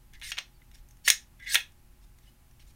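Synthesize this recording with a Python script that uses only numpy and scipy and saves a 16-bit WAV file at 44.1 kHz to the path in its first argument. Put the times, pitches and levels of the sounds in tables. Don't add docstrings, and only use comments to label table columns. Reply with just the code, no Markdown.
import sys
import numpy as np
from scipy import signal
from scipy.fft import rfft, irfft, next_fast_len
from scipy.io import wavfile
from scipy.ndimage import map_coordinates

SR = 44100
rng = np.random.default_rng(int(sys.argv[2]) if len(sys.argv) > 2 else 0)


def unload_wav(signal):
    wavfile.write(
        sys.argv[1],
        SR,
        np.round(np.clip(np.atleast_2d(signal).T, -1, 1) * 32767).astype(np.int16),
    )


N = 121275

# start in seconds, level in dB, then knock, presence,
# treble and air EQ in dB, rise in seconds, 60 dB decay in seconds.
PLATE_HITS = [(0.3181, -26.5, -8, 5, -1.5, -14.5, 0.00049, 0.025),
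              (0.3695, -37.5, -4, -1, -9, -21, 0.0014, 0.066),
              (0.3791, -32, 7, 7.5, -7, -13.5, .0008, 0.033),
              (.385, -27, 7, 5.5, 1.5, -10.5, 0.00066, 0.02),
              (1.0775, -8, -5, -11, -11.5, -13, 0.00023, 0.019),
              (1.081, -16, -4.5, 0.5, 3.5, 5, 0.0015, 0.025),
              (1.1004, -10, -15, 0.5, 7.5, 2, 0.0017, 0.013),
              (1.5444, -17.5, -1.5, 0.5, 0, 4, .0013, 0.029),
              (1.5536, -9, -7.5, 1.5, -12.5, -11.5, .0011, .023),
              (1.602, -35, -19.5, -4.5, -11.5, -15.5, 0.003, 0.029)]
def catch_plate():
    out = np.zeros(N)
    for start, db, knock_db, presence_db, treble_db, air_db, rise_s, t60 in PLATE_HITS:
        hit = steel_hit(rise_s, t60, knock_db, treble_db, presence_db, air_db)
        add(out, start, amp(db) * workshop(hit))
    return out


# start in seconds, level in dB, treble EQ in dB.
FINGER_TICKS = [(0.1347, -53, 3.5), (.1981, -57, 8), (.2145, -38.5, -10), (0.2212, -34, -22.5),
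                (0.6178, -56.5, -15), (0.714, -53.5, -2.5), (.755, -53.5, -0.5), (0.8872, -67, 15),
                (.9089, -63.5, 15), (0.9696, -65.5, 8.5), (1.399, -50.5, -5), (1.72, -65, 7),
                (2.186, -60, 5), (2.5114, -63.5, 4), (2.5956, -59, -1.5)]
def finger_ticks():
    out = np.zeros(N)
    for start, db, treble_db in FINGER_TICKS:
        add(out, start, amp(db) * steel_hit(rise_s=.00053, t60=.016, knock_db=-2, treble_db=treble_db))
    return out


# frequency in Hz, gain in dB.
CRACK_EQ = [(150, -40.5), (400, -23.5), (680, -11.5), (1250, -11), (1650, 3), (2200, 3.5), (3000, 0),
            (3700, 0), (4900, -9), (5600, -3), (6500, -2), (7700, -11.5), (8900, -3), (10500, -10.5),
            (13000, -10.5), (15800, -15)]
# frequency in Hz, level in dB, 60 dB decay in seconds.
FRAME_MODES = [(690, -20, .06), (960, -16, .09), (1736, -1, .16), (1870, -2, .13), (2135, 0, .12),
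               (2250, 0, .13), (2440, -4, .14), (2590, -8, .2), (2800, -3, .13), (3415, -4, .11),
               (3690, -3, .12), (4050, -8, .1), (5485, -6, .12), (5525, -7, .12), (6445, -7, .12),
               (8795, -9, .07), (9020, -10, .07)]
def steel_hit(rise_s, t60, knock_db, treble_db, presence_db=0, air_db=None):
    t = np.arange(SR // 4) / SR
    envelope = np.minimum(t / rise_s, 1) ** 2 * fade(np.maximum(t - rise_s, 0), t60)
    crack = coloured(rng.choice([-1, 1], len(t)) * envelope, CRACK_EQ)
    hit = amp(1.5) * crack / np.linalg.norm(crack) + amp(-8) * ring(FRAME_MODES)
    hit *= np.linalg.norm(envelope)
    return band_eq(hit, knock_db, treble_db, presence_db, air_db)


# frequency in Hz, gain in dB.
FRICTION_EQ = [(300, -33), (1000, -23.5), (1400, -13.5), (1700, -2), (2300, -4), (3400, 1.5), (4800, -2),
               (6300, -1.5), (7500, -8), (8300, -3.5), (9600, -7), (10500, -12), (13500, -9),
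               (15800, -19.5)]
# start, end and rise in seconds, level at start and at end in dB,
# treble EQ at start and at end in dB.
ROD_STROKES = [(0.135, 0.155, 0.0037, -54, -50.5, -12, -14), (0.221, 0.309, 0.014, -39.5, -43, -5, -0.5),
               (0.733, 0.752, 0.012, -57.5, -56, -6, 0), (0.76, 0.797, 0.0077, -66, -70.5, -4, 5),
               (1.038, 1.086, 0.025, -47, -35, 0.5, 7), (1.083, 1.093, 0.0022, -31, -31, 0.5, 5),
               (1.421, 1.451, 0.0048, -59.5, -58.5, -2, -1), (1.456, 1.549, 0.017, -44.5, -33, -10, 12),
               (2.009, 2.046, .02, -75, -72, 6, 8.5), (2.211, 2.295, 0.019, -71.5, -67.5, -2.5, 0.5),
               (2.594, 2.628, 0.0087, -57.5, -62, -4, -4.5), (2.66, 2.711, 0.018, -69, -69.5, 6, 3.5)]
def rod_scrape():
    grains = slips()
    hiss = unit_rms(coloured(grains, FRICTION_EQ))
    frame = amp(-8.5) * signal.fftconvolve(grains, ring(FRAME_MODES))[:N]
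    friction = band_eq(hiss + frame, knock_db=-8, treble_db=.5)
    scrape = amp(-3) * (friction + amp(-1) * rasp())
    body = lowpass(scrape, TREBLE_HZ)
    treble = scrape - body
    out = np.zeros(N)
    for start, end, rise_s, start_db, end_db, start_treble_db, end_treble_db in ROD_STROKES:
        out += body * stroke(start, end, rise_s, start_db, end_db)
        out += treble * stroke(start, end, rise_s, start_db + start_treble_db, end_db + end_treble_db)
    return out


def rasp(squeaks_per_s=420, length_s=.014, low_hz=1701, high_hz=10050):
    out = np.zeros(N)
    progress = np.linspace(0, 1, int(length_s * SR))
    for when, pitch, size in rng.random((int(squeaks_per_s * N / SR), 3)):
        hz = low_hz * (high_hz / low_hz) ** pitch
        squeak = np.sin(np.pi * progress) * np.sin(2 * np.pi * hz * length_s * progress)
        add(out, when * (N - 1) / SR, size * squeak)
    return unit_rms(out)


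# start and end in seconds, level at start and at end in dB.
CHATTER_BURSTS = [(0.123, 0.158, -60, -59), (0.214, 0.228, -35.5, -58), (1.388, 1.478, -53.5, -52),
                  (1.456, 1.532, -40.5, -47.5)]
# frequency in Hz, level in dB, 60 dB decay in seconds.
ROD_MODES = [(1605, -6, .08), (1730, -4, .08), (1880, -2, .07), (2003, 0, .11), (2150, -6, .06),
             (2942, -14, .12), (3440, -7, .06)]
def rod_chatter(rise_s=.0065):
    force = sum(stroke(start, end, rise_s, start_db, end_db)
                for start, end, start_db, end_db in CHATTER_BURSTS)
    chatter = signal.fftconvolve(slips() * force, ring(ROD_MODES))[:N]
    return band_eq(chatter, knock_db=-21.5, treble_db=-1.5)


# start and length in seconds, pitch at start and at end in Hz, level in dB.
STEEL_SQUEALS = [(.224, .016, 4100, 4000, -49), (.226, .02, 9700, 9800, -52), (.25, .02, 8900, 9150, -47),
                 (.275, .03, 5400, 5500, -51), (.277, .02, 7100, 6950, -50), (.535, .05, 4750, 4400, -72),
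                 (.614, .016, 2060, 2030, -60), (.742, .022, 5600, 5580, -62), (.9, .018, 6450, 6420, -64),
                 (1.044, .016, 5550, 5480, -46), (1.046, .016, 6900, 6800, -46),
                 (1.048, .016, 4450, 4380, -39), (1.064, .014, 9200, 9100, -39),
                 (1.42, .032, 2010, 1995, -46), (1.46, .026, 2020, 1980, -36),
                 (1.48, .014, 4250, 4100, -44), (1.485, .018, 1990, 1930, -40),
                 (1.492, .022, 8000, 8050, -39), (1.497, .045, 1700, 1580, -42),
                 (1.555, .015, 3550, 3450, -27), (1.598, .022, 2560, 2540, -37),
                 (2.268, .028, 2900, 3000, -60)]
def squeals(pitch_wander=.018):
    out = np.zeros(N)
    for start, length_s, start_hz, end_hz, db in STEEL_SQUEALS:
        progress = np.linspace(0, 1, int(length_s * SR))
        glide_hz = start_hz + (end_hz - start_hz) * progress
        hz = glide_hz * (1 + pitch_wander * wobble(knots_per_s=600)[:len(progress)])
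        envelope = amp(db) * np.sin(np.pi * progress)
        add(out, start, envelope * np.sin(2 * np.pi * np.cumsum(hz) / SR))
    return workshop(out)


# frequency in Hz, 60 dB decay in seconds.
TAIL_DECAY = [(400, .19), (2500, .2), (6000, .19), (10000, .175), (15000, .15)]
# frequency in Hz, gain in dB.
TAIL_EQ = [(400, 1.5), (1200, -4.5), (2200, -7.5), (6000, -2.5), (10000, -7.5), (15000, -2.5)]
def workshop(direct, bench_delay_s=.0043, bench_db=-13, tail_delay_s=.006, tail_db=-5.5):
    hz, t, noise = signal.stft(rng.standard_normal(SR // 2), SR, nperseg=256)
    decay = fade(t, along(TAIL_DECAY, hz)[:, None])
    _, tail = signal.istft(noise * decay, SR, nperseg=256)
    tail = coloured(tail / np.linalg.norm(tail), TAIL_EQ)
    out = np.zeros(N)
    add(out, 0, direct)
    add(out, bench_delay_s, amp(bench_db) * direct)
    add(out, tail_delay_s, amp(tail_db) * signal.fftconvolve(direct, tail))
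    return out


# frequency in Hz, gain in dB.
BED_EQ = [(20, -6), (42, 0), (60, -7), (100, -14.5), (150, -18.5), (290, -26.5), (420, -35), (820, -33.5),
          (2000, -36.5), (2800, -37.5), (3400, -40.5), (8000, -41.5), (12500, -39), (15800, -42.5)]
# frequency in Hz, RMS level in dB.
HUM_TONES = [(41, -65.5), (122, -69), (239, -78), (355, -79.5), (829, -81.5)]
def room_tone(bed_db=-55.5, rumble_hz=70, swing_db=4):
    t = np.arange(N) / SR
    bed = unit_rms(coloured(rng.standard_normal(N), BED_EQ))
    rumble = lowpass(bed, rumble_hz)
    hiss = bed - rumble
    swell = amp(swing_db * wobble(knots_per_s=5.1))
    hum = sum(amp(db) * np.sqrt(2) * np.sin(2 * np.pi * hz * t + .66 * wobble(knots_per_s=4.4))
              for hz, db in HUM_TONES)
    return amp(bed_db) * (hiss + rumble * swell) + hum


def ring(modes, attack_s=.0005):
    t = np.arange(SR // 4) / SR
    x = sum(amp(db + rng.normal(0, 1)) * fade(t, t60) * np.sin(2 * np.pi * (hz * t + rng.random()))
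            for hz, db, t60 in modes)
    x *= np.minimum(t / attack_s, 1)
    return x / np.linalg.norm(x)


def slips(grains_per_s=4500, spread_db=3.8):
    slipping = rng.random(N) < grains_per_s / SR
    size = amp(spread_db * rng.standard_normal(N))
    return unit_rms(slipping * size * rng.choice([-1, 1], N))


def stroke(start, end, rise_s, start_db, end_db, release_s=.008):
    t = np.arange(N) / SR
    gate = np.clip((t - start) / rise_s, 0, 1) * np.clip(1 - (t - end) / release_s, 0, 1)
    return gate * amp(np.interp(t, [start, end], [start_db, end_db]))


KNOCK_HZ, PRESENCE_HZ, TREBLE_HZ, AIR_HZ = 1100, 2700, 4600, 9300
def band_eq(x, knock_db, treble_db, presence_db=0, air_db=None):
    def gain_db(hz):
        def above(edge_hz):
            return 1 - 1 / (1 + (hz / edge_hz) ** 8)
        knock = knock_db * (1 - above(KNOCK_HZ))
        presence = presence_db * above(PRESENCE_HZ)
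        treble = (treble_db - presence_db) * above(TREBLE_HZ)
        air = 0 if air_db is None else (air_db - treble_db) * above(AIR_HZ)
        return knock + presence + treble + air
    return minimum_phase(x, gain_db)


def coloured(x, eq_points):
    return minimum_phase(x, lambda hz: along(eq_points, hz))


def minimum_phase(x, gain_db):
    size = 2 * next_fast_len(len(x) // 2 + 4096)
    gain = amp(gain_db(np.fft.rfftfreq(size, 1 / SR)))
    cepstrum = irfft(np.log(np.maximum(gain, 1e-6)), size)
    cepstrum[1:size // 2] *= 2
    cepstrum[size // 2 + 1:] = 0
    return irfft(rfft(x, size) * np.exp(rfft(cepstrum)), size)[:len(x)]


def lowpass(x, hz):
    return signal.sosfiltfilt(signal.butter(2, hz, fs=SR, output="sos"), x)


def along(points, hz):
    point_hz, values = np.transpose(points)
    return np.interp(np.log(hz + 1), np.log(point_hz + 1), values)


def wobble(knots_per_s):
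    knots = rng.standard_normal(int(N * knots_per_s / SR) + 4)
    return map_coordinates(knots, [np.arange(N) * knots_per_s / SR], mode="nearest")


def fade(t, t60):
    return amp(-60 * t / t60)


def amp(db):
    return 10 ** (np.asarray(db) / 20)


def unit_rms(x):
    return x / np.sqrt(np.mean(x ** 2) + 1e-20)


def add(track, start_s, x):
    i = int(round(start_s * SR))
    track[i:i + len(x)] += x[:N - i]


def scene():
    clicks = catch_plate() + workshop(finger_ticks())
    rod = workshop(rod_scrape() + rod_chatter())
    return (clicks + rod + squeals() + room_tone())[None]


def record(dry, ceiling=.9, top_hz=15830):
    size = next_fast_len(N + SR // 2)
    spectrum = rfft(np.clip(dry, -ceiling, ceiling), size)
    passband = np.fft.rfftfreq(size, 1 / SR) < top_hz
    return irfft(spectrum * passband, size)[..., :N]


dry = scene()
out = record(dry)
unload_wav(out)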